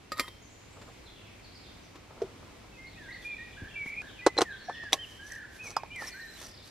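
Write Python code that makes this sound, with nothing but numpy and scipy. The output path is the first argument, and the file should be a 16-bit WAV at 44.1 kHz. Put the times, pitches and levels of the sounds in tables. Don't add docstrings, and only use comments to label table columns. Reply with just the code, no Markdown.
import sys
import numpy as np
from scipy import signal
from scipy.fft import rfft, irfft, next_fast_len
from scipy.io import wavfile
from scipy.ndimage import uniform_filter1d

SR = 44100
rng = np.random.default_rng(int(sys.argv[2]) if len(sys.argv) > 2 else 0)


def waveform_to_disk(signal):
    frames = np.transpose(np.atleast_2d(signal))
    scaled = np.clip(frames, -1, 1) * 32767
    samples = np.round(scaled).astype(np.int16)
    wavfile.write(sys.argv[1], SR, samples)


N = 295470
TIME = np.arange(N) / SR
PORT_APART_HZ = 10200

# frequency in Hz, level in dB.
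LID_CRACK = [(100, -22), (250, -5), (600, 1.5), (900, -22), (2200, 3), (3000, -6), (4600, 3), (7000, -9.5),
             (12000, -6), (15500, -15)]
# frequency in Hz, level in dB.
HOLLOW_TONE = [(200, -7), (500, 1.5), (850, -1.5), (1300, -1.5), (2500, -38)]
# frequency in Hz, side minus mid in dB.
DIRECT_WIDTH = [(400, -46), (2000, -15), (11000, 1)]
# frequency in Hz, side minus mid in dB.
DIFFUSE_WIDTH = [(60, -36), (110, -16), (200, -4.5), (400, -2), (4400, -3.5), (15000, 13.5)]


def undb(db):
    return 10 ** (np.asarray(db) / 20)


def unit(x):
    return x / np.sqrt(np.mean(x ** 2))


def add(out, start, x):
    i = max(int(start * SR), 0)
    out[..., i:i + x.shape[-1]] += x[..., :N - i]


def walk(n, hz):
    k = max(int(SR / hz), 1)
    return unit(uniform_filter1d(uniform_filter1d(rng.standard_normal(n + 8 * k), k), k))[:n]


def fade(t, t60):
    return np.exp(-np.log(1000) * t / max(t60, 1e-3))


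def swells(rows):
    return sum(undb(db) * np.exp(-((TIME - middle) / half) ** 2 / 2) for middle, half, db in rows)


def panned(x, pan_db):
    return x * undb(np.array([[pan_db], [-pan_db]]) / 2)


def blow_level(x, db):
    return x * undb(db) / np.sqrt(np.mean(x[:, :SR // 100] ** 2))


def noise(n, tone, tilt_db=0, width=DIRECT_WIDTH):
    f = np.arange(n // 2 + 1) * SR / n + 1
    hz, db = np.transpose(tone)
    shape_db = np.interp(np.log(f), np.log(hz), db) + tilt_db * np.log2(np.maximum(f, hz[0]))
    low_cut = np.minimum(f / hz[0], 1) ** 2
    mid, side = np.exp(2j * np.pi * rng.random((2, len(f))))
    hz, db = np.transpose(width)
    side_gain = undb(np.interp(np.log(f), np.log(hz), db))
    stereo = (mid + side_gain * side * np.array([[1], [-1]])) / np.hypot(1, side_gain)
    return unit(irfft(undb(shape_db) * low_cut * stereo, n))


def whistle(length, pitches, waver, flutter_db, edge, warble_hz=0):
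    n = int(max(length, .004) * SR)
    curve = np.polyfit(np.linspace(0, 1, len(pitches)), pitches, len(pitches) - 1)
    glide = np.polyval(curve, np.linspace(0, 1, n))
    warble_rate_hz = 47.6 * (1 + 0.297 * walk(n, 59.8))
    warble = np.sin(2 * np.pi * np.cumsum(warble_rate_hz) / SR) + .5 * walk(n, 200)
    hz = glide * (1 + waver * walk(n, 376)) + warble_hz * warble
    flutter = undb(flutter_db * walk(n, 83) + warble * warble_hz / 50)
    return unit(signal.windows.tukey(n, edge) * flutter * np.sin(2 * np.pi * np.cumsum(hz) / SR))


def struck(blows, modes, crack_tone, crack_t60, tail_db, tail_t60):
    # frequency in Hz, level in dB.
    out, t = np.zeros((2, N)), np.arange(2 ** 15) / SR
    attack = 1 - fade(t, .002)
    crack_decay = fade(t, crack_t60) + undb(tail_db) * fade(t, tail_t60)
    for start, ring_db, crack_db, length, tilt_db in blows:
        ring = 0
        for k, (hz, db, t60) in enumerate(modes):
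            skew = rng.standard_normal() * hz / PORT_APART_HZ / 2 * np.array([[1], [-1]])
            gain = (-1) ** k * undb(db + tilt_db * np.log2(hz) + rng.standard_normal())
            ring = ring + gain * fade(t, t60 * length) * np.sin(2 * np.pi * hz * t + skew)
        crack = noise(len(t), crack_tone, tilt_db) * crack_decay
        add(out, start, attack * (blow_level(ring, ring_db) + blow_level(crack, crack_db)))
    return out


def scraped(modes, slips_per_s, drift, favour_db, shifts_per_s=25):
    t, out = np.arange(2 ** 12) / SR, 0
    slips = rng.standard_normal(N) * (rng.random(N) < slips_per_s / SR)
    for hz, db, t60 in modes:
        ring = signal.fftconvolve(slips, undb(db) * fade(t, t60) * np.sin(2 * np.pi * hz * t))[:N]
        bend = np.exp(2j * np.pi * np.cumsum(hz * drift * walk(N, shifts_per_s)) / SR)
        skew = np.exp(1j * walk(N, shifts_per_s) * hz / PORT_APART_HZ * np.array([[1], [-1]]))
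        bent_ring = np.real(signal.hilbert(ring, next_fast_len(N))[:N] * bend * skew)
        out = out + undb(favour_db * walk(N, shifts_per_s)) * bent_ring
    return unit(out)


def lid_clinks():
    rim_blows = [(0.1188, -32.5, -37, 1, -2.5), (0.1703, -45, -49, 1, -3), (0.186, -36.5, -46, 0.89, -2),
                 (0.1953, -28, -37, 0.62, -4.5), (0.243, -47, -67, 0.72, -8)]
    rim_modes = [(1244, 5.5, 0.098), (1851, -5, 0.15), (4160, -2, 0.065), (4800, 0, 0.065),
                 (7430, -3, 0.085)]
    lid_blows = [(0.1955, -34, -28, 0.99, 0.5), (0.204, -52, -35, 0.57, -2), (0.2806, -68, -48.5, 0.31, -4)]
    lid_modes = [(1060, -14, 0.3), (2083, 4.5, 0.18), (2400, 9, 0.058), (3160, -9.5, 0.7), (3290, -20, 0.7),
                 (4200, 1, .06), (5515, -19.5, 0.9), (7420, -9, .17), (8190, -19, .45), (10340, -14, .28),
                 (11700, -11, .24)]
    rim = struck(rim_blows, rim_modes, LID_CRACK, crack_t60=0.073, tail_db=-29, tail_t60=0.15)
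    lid = struck(lid_blows, lid_modes, LID_CRACK, crack_t60=0.047, tail_db=-31, tail_t60=0.69)
    return panned(rim + lid, -1)


def pot_knocks():
    blows = [(2.2175, -26, -37.5, 1.34, 0.5), (2.2405, -39, -44, 1.1, -13)]
    modes = [(383, 4, 0.063), (458, 3.5, 0.071), (672, -4.5, 0.046)]
    crack = [(100, -31), (380, 4.5), (1100, -8.5), (1800, -20.5), (6000, -23), (14000, -49)]
    return struck(blows, modes, crack, crack_t60=0.062, tail_db=-20, tail_t60=0.73)


def canister_on_board():
    blows = [(4.264, -16, -21.5, 1, 0.5), (4.2695, -18.5, -35, 0.23, -0.5), (4.368, -36.5, -43, 1, 0),
             (4.3855, -21, -25.5, 1, 0.5), (4.408, -48, -23.5, 0.65, 0.5), (4.417, -25.5, -25, 0.53, 1.5),
             (4.4198, -22, -43, 0.56, -4.5), (4.696, -46, -35, 0.57, -4.5), (4.835, -48.5, -47, 0.63, 0.5)]
    modes = [(321, -0.5, 0.046), (400, 0.5, 0.049), (432, 0, 0.034), (481, 6, 0.037), (730, -1, 0.047),
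             (850, 1.5, 0.029), (1094, -7, 0.04), (2000, -21, 0.043), (4080, -9, 0.054), (5300, -20, 0.046),
             (6280, -15, 0.022)]
    crack = [(80, -39), (170, -48), (280, -1.5), (550, 2.5), (900, 5), (1600, -1.5), (2800, -14.5),
             (4200, -13), (7500, -16.5), (10200, -25.5), (15500, -54)]
    return panned(struck(blows, modes, crack, crack_t60=0.05, tail_db=-35, tail_t60=0.091), -0.18)


def burner_clacks():
    blows = [(4.379, -31.5, -40, 1, -3), (4.417, -25.5, -30.5, 0.29, 0), (4.9235, -50, -37, 1, -1),
             (4.9302, -18, -24.5, 1, 0), (4.9395, -31, -41, 0.4, -2)]
    modes = [(640, -12.5, 0.044), (790, -9.5, 0.07), (1087, -16, 0.093), (2000, 0, 0.011),
             (3460, 9.5, 0.0086), (3890, -0.5, 0.028), (3980, -3, 0.025), (5770, -5.5, 0.031),
             (6150, -7, 0.039), (8300, -17, 0.042), (10120, -19, 0.043)]
    crack = [(100, -15), (350, 2.5), (800, 2.5), (1400, -8.5), (3500, -4), (5000, -7), (8000, -10.5),
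             (12500, -17), (15500, -27)]
    return panned(struck(blows, modes, crack, crack_t60=0.041, tail_db=-25, tail_t60=0.22), -1.2)


def canister_in_hand():
    blows = [(5.7658, -24, -29, 0.79, 3), (5.834, -41, -42, 0.33, -1), (6.021, -39, -49, 0.56, 3)]
    modes = [(830, 6, 0.026), (924, 2, 0.03), (1073, -19.5, 0.25), (1174, -16, 0.073), (1325, -3, 0.025),
             (4950, -18, 0.063), (5200, -21, 0.035), (5950, -25, 0.039)]
    crack = [(100, -1), (450, -3), (950, 11), (2200, -14), (5500, -20), (7000, -23), (12000, -36),
             (15500, -41)]
    return panned(struck(blows, modes, crack, crack_t60=0.017, tail_db=-18, tail_t60=0.14), -3)


def lid_drag():
    # middle in seconds, half length in seconds, level in dB.
    drags = [(0.183, 0.016, -43), (0.216, 0.025, -49.5), (0.277, 0.0084, -45.5)]
    # frequency in Hz, level in dB, t60 in seconds.
    modes = [(1043, 1.5, 0.057), (1254, -5, .05), (1910, 1, 0.061), (3760, 1.5, 0.033)]
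    chatter = unit(undb(4.7 * walk(N, 300))) * noise(N, LID_CRACK, tilt_db=3)
    rattle = scraped(modes, slips_per_s=400, drift=0.0199, favour_db=-0.5)
    return swells(drags) * (rattle + undb(-10.5) * chatter)


def taps_and_click():
    # start in seconds, level in dB, tilt in dB per octave, t60 in seconds.
    bursts = [(0.814, -49, -1, 0.097), (1.955, -49, -1, 0.089), (3.616, -39.5, -11, 0.13),
              (3.86, -45, -5, 0.024), (4.0182, -49, -0.5, 0.0095)]
    # frequency in Hz, level in dB.
    tone = [(30, -26), (80, -8), (300, 1.5), (800, -2.5), (4000, -7), (14000, -26)]
    out, t = np.zeros((2, N)), np.arange(2 ** 13) / SR
    for start, db, tilt_db, t60 in bursts:
        envelope = fade(t, t60) * (1 - fade(t, t60 / 10))
        add(out, start, blow_level(noise(len(t), tone, tilt_db) * envelope, db))
    return out


def rummaging():
    # middle in seconds, half length in seconds, level in dB.
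    brushes = [(0.798, 0.04, -55), (0.891, 0.0088, -51), (1.958, 0.023, -55), (2.197, 0.09, -55),
               (2.52, 0.12, -58)]
    return swells(brushes) * unit(undb(4 * walk(N, 90))) * noise(N, HOLLOW_TONE)


def screwing(grit_per_s=130, grit_t60=.004):
    # middle and half length in seconds,
    # then hiss, burner ring and canister body in dB.
    twists = [(5.313, 0.046, -54, -54.5, -69), (5.67, 0.025, -53.5, -47.5, -50),
              (5.719, .014, -60, -50.5, -56.5), (5.963, 0.0028, -58, -54, -69),
              (6.026, 0.032, -53, -51, -51), (6.083, 0.014, -45.5, -52, -58), (6.431, 0.044, -50, -51, -54)]
    # middle in seconds, half length in seconds, level in dB.
    slides = [(3.247, 0.025, -58), (3.88, 0.019, -57), (5.106, 0.07, -58.5), (5.56, 0.033, -57.5),
              (6.237, 0.2, -61), (6.675, 0.028, -55.5)]
    # frequency in Hz, level in dB.
    hiss_tone = [(1500, 0.5), (3000, -1.5), (6000, 1), (7200, -3.5), (12700, -5.5), (14500, -28)]
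    # frequency in Hz, level in dB, t60 in seconds.
    thread_modes = [(4300, -1, 0.0047), (5680, -1.5, 0.016), (6090, -0.5, 0.017), (7820, -6.5, 0.015),
                    (8740, -6, .008), (9980, -9, 0.0089)]
    middles, halves, *levels = np.transpose(twists)
    hiss, ring, body = (swells(zip(middles, halves, db)) for db in levels)
    ticks = rng.exponential(size=N) * (rng.random(N) < grit_per_s / SR)
    grit = signal.lfilter([1], [1, -fade(1 / SR, grit_t60)], ticks)
    grain = unit(undb(1.2 * walk(N, 70) + 3.2 * walk(N, 1500)) + grit / 2)
    metal = unit((1 + 2 * grit) * scraped(thread_modes, slips_per_s=1100, drift=.014, favour_db=3))
    friction = (hiss + swells(slides)) * noise(N, hiss_tone) + body * noise(N, HOLLOW_TONE)
    return panned(grain * friction + ring * metal, -1.6)


def squeaks():
    # start and length in seconds, first and last pitch in Hz, level in dB.
    slips = [(4.3755, 0.013, 4250, 3990, -26), (5.663, 0.012, 6050, 5500, -47),
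             (4.683, 0.0186, 698, 765, -35), (6.069, 0.0278, 6000, 4900, -43.5)]
    out = np.zeros(N)
    for start, length, first_hz, last_hz, db in slips:
        squeak = whistle(length, [first_hz, last_hz], waver=0.025, flutter_db=3, edge=0.59)
        add(out, start, undb(db) * squeak)
    return out


def squeal(start=6.1, length=0.29, sag=0.079):
    # middle pitch in Hz, level in dB.
    partials = [(4100, -55.5), (5650, -66.5), (7750, -68), (12700, -69.5)]
    out = np.zeros((2, N))
    for hz, db in partials:
        pitches = [hz * (1 + sag), hz, hz * (1 - sag / 2)]
        ports = [whistle(length, pitches, waver=.032, flutter_db=5, edge=0.15) for _ in range(2)]
        add(out, start, undb(db) * np.array(ports))
    return out


def tree_echo(call, width, t60, build_s, patchy_db, patches_per_s):
    t = np.arange(SR) / SR
    scatter = noise(SR, [(100, 1.5), (10000, 2.9)], width=width)
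    patches = undb(patchy_db * walk(SR, patches_per_s))
    response = unit(scatter * patches * fade(t, t60) * (1 - fade(t, build_s))) / np.sqrt(SR)
    return signal.fftconvolve(call[None], response, axes=1)[:, :N]


def songbird(break_s=4.02, echo_db=-4.5):
    # start and length in seconds, middle pitch in Hz, level in dB, syllable.
    song = [(2.72, 0.06, 2600, -60.5, "sink"), (2.765, 0.13, 2120, -53, "held"),
            (2.951, 0.042, 2540, -59.5, "rise"), (2.958, 0.15, 1677, -54, "slur"),
            (3.076, .11, 1980, -48, "trill"), (3.239, 0.12, 2430, -40, "arch"),
            (3.38, 0.061, 1876, -46, "held"), (3.559, 0.14, 1680, -50, "trill"),
            (3.734, 0.05, 2697, -51, "held"), (3.748, 0.11, 2294, -39, "sink"),
            (3.853, .12, 2274, -43, "trill"), (3.965, 0.057, 2454, -39.5, "held"),
            (4.01, 0.11, 1672, -53, "trill"), (4.187, 0.033, 2430, -49, "sink"),
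            (4.207, 0.11, 2006, -47.5, "held"), (4.443, .13, 1648, -45, "slur"),
            (4.665, 0.11, 1785, -49, "rise"), (4.714, 0.19, 1845, -44, "hook"),
            (4.981, 0.078, 3140, -44, "hook"), (5.179, 0.153, 1686, -50.5, "rise"),
            (5.286, 0.19, 1681, -46.5, "purl"), (5.584, .11, 2520, -46, "hook"),
            (5.897, 0.098, 2394, -46.5, "arch"), (5.908, 0.055, 3020, -54, "rise"),
            (5.95, 0.11, 1879, -43, "slur"), (6.135, 0.071, 1605, -49, "rise"),
            (6.182, 0.1, 1838, -47, "arch")]
    syllables = {"held": (0.98, 1.012, 0), "sink": (1.035, 0.97, 0), "slur": (1.2, .94, 38),
                 "rise": (.92, 1.04, 0), "arch": (0.97, 0.94, 2.6), "hook": (0.94, .82, 23),
                 "trill": (0.87, 0.93, 95), "purl": (1.07, .92, 105)}
    first, second = np.zeros((2, 2, N))
    for start, length, hz, db, syllable in song:
        first_ratio, last_ratio, warble_hz = syllables[syllable]
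        pitches = [first_ratio * hz, hz, last_ratio * hz]
        clear = whistle(length, pitches, waver=.004, flutter_db=1, edge=.35, warble_hz=warble_hz)
        blurred = whistle(length, pitches, waver=.022, flutter_db=3, edge=.35, warble_hz=warble_hz)
        phrase = first if start < break_s - length / 2 else second
        add(phrase, start, undb(db) * np.array([clear, blurred]))
    phrases = []
    for clear, blurred in (first, second):
        echo = tree_echo(blurred, DIRECT_WIDTH, t60=0.99, build_s=0.03, patchy_db=1.5, patches_per_s=36)
        phrases.append(clear + undb(echo_db) * echo)
    return panned(phrases[0] * (TIME < break_s) + phrases[1], -1.1)


def peeps(start=6.445, count=11, every_s=.022, centre_hz=4520, spread_octaves=0.21):
    out = np.zeros(N)
    for k, (late, height, slope, force) in enumerate(rng.uniform(-0.92, 1, (count, 4))):
        arch = np.array([-1 - slope, 0, -1 + slope])
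        pitches = centre_hz * 2 ** (spread_octaves * (height + arch))
        peep = whistle(0.01, pitches, waver=.05, flutter_db=3, edge=.7)
        add(out, start + (k + late / 2) * every_s, undb(-58 + 3.4 * force) * peep)
    return out


def far_birds(chirp_s=.048, every_s=.09, step_db=-2, echo_db=0.5):
    # start in seconds, number of chirps, first pitch in Hz, level in dB, chirp shape.
    runs = [(0.415, 1, 6640, -59, "thin"), (0.49, 2, 7670, -63.5, "thin"), (.7, 2, 8040, -64, "thin"),
            (1.045, 1, 4600, -55, "down"), (1.155, 2, 3596, -56.5, "down"), (1.425, 1, 5250, -55, "down"),
            (1.533, 2, 5640, -54, "down"), (1.825, 1, 6570, -64, "down"), (2.858, 1, 3400, -60, "up"),
            (2.925, 3, 4030, -60.5, "dip"), (3.113, 1, 3330, -56, "up"), (3.195, 3, 4030, -57.5, "dip"),
            (3.51, 1, 3700, -57.5, "down"), (3.678, 1, 3600, -52, "down"), (4.06, 2, 4080, -52.5, "down"),
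            (4.5, 1, 4300, -52, "down"), (4.58, 1, 4480, -53, "thin"), (4.64, 3, 5630, -58, "thin"),
            (4.722, 1, 3730, -49, "down"), (6.364, 1, 2595, -57, "up"), (6.56, 1, 4640, -58.5, "down")]
    shapes = {"down": (-.52, .5, -6.5, -.32), "up": (.41, 0.9, -1, 0), "thin": (-.13, 0.52, -8, -.07),
              "dip": (-.23, .8, -4, 0)}
    echo_send, direct = np.zeros((2, N))
    for start, count, first_hz, db, shape in runs:
        sweep, bend, direct_db, step = shapes[shape]
        for k in range(count):
            pitches = first_hz * 2 ** (k * step + sweep * np.array([0, bend, 1]))
            chirp = undb(db + k * step_db) * whistle(chirp_s, pitches, waver=.035, flutter_db=4, edge=.4)
            add(echo_send, start + k * every_s, chirp)
            add(direct, start + k * every_s, undb(direct_db) * chirp)
    peep_run = peeps()
    echo = tree_echo(echo_send + peep_run, DIFFUSE_WIDTH,
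                     t60=0.95, build_s=0.023, patchy_db=4.5, patches_per_s=1500)
    return peep_run + direct + undb(echo_db) * echo


def forest_air():
    # frequency in Hz, level in dB.
    tone = [(15, -35), (25, -6.5), (59, 1), (154, -5), (278, -4.5), (709, -11.5), (1280, -15.5),
            (1720, -16.5), (2240, -13.5), (2780, -17), (7480, -25.5), (15000, -39)]
    # time in seconds, level in dB.
    levels = [(0, -55.5), (.6, -52.5), (4, -51.5), (6.7, -53.5)]
    air = noise(N, tone, width=DIFFUSE_WIDTH)
    air_db = np.interp(TIME, *np.transpose(levels)) + 0.5 * walk(N, 5.8)
    drone_hz = 102.3 * (1 + 0.0174 * walk(N, 8.2))
    drone = np.sin(2 * np.pi * np.cumsum(drone_hz) / SR) * undb(2 * walk(N, 3.6))
    return undb(air_db) * air + undb(-64) * unit(drone)


def scene():
    hits = lid_clinks() + pot_knocks() + canister_on_board() + burner_clacks() + canister_in_hand()
    details = lid_drag() + taps_and_click() + rummaging() + screwing() + squeaks() + squeal()
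    return hits + details + far_birds() + songbird() + forest_air()


def record(dry):
    lag_samples, top_hz = 0.74, 15300
    delay = np.exp(-2j * np.pi * lag_samples * np.arange(N // 2 + 1) / N)
    left = irfft(rfft(dry[0]) * delay, N)
    low_pass = signal.ellip(8, .2, 80, top_hz, fs=SR, output="sos")
    return signal.sosfilt(low_pass, np.array([left, dry[1]]))


dry = scene()
out = record(dry)
waveform_to_disk(out)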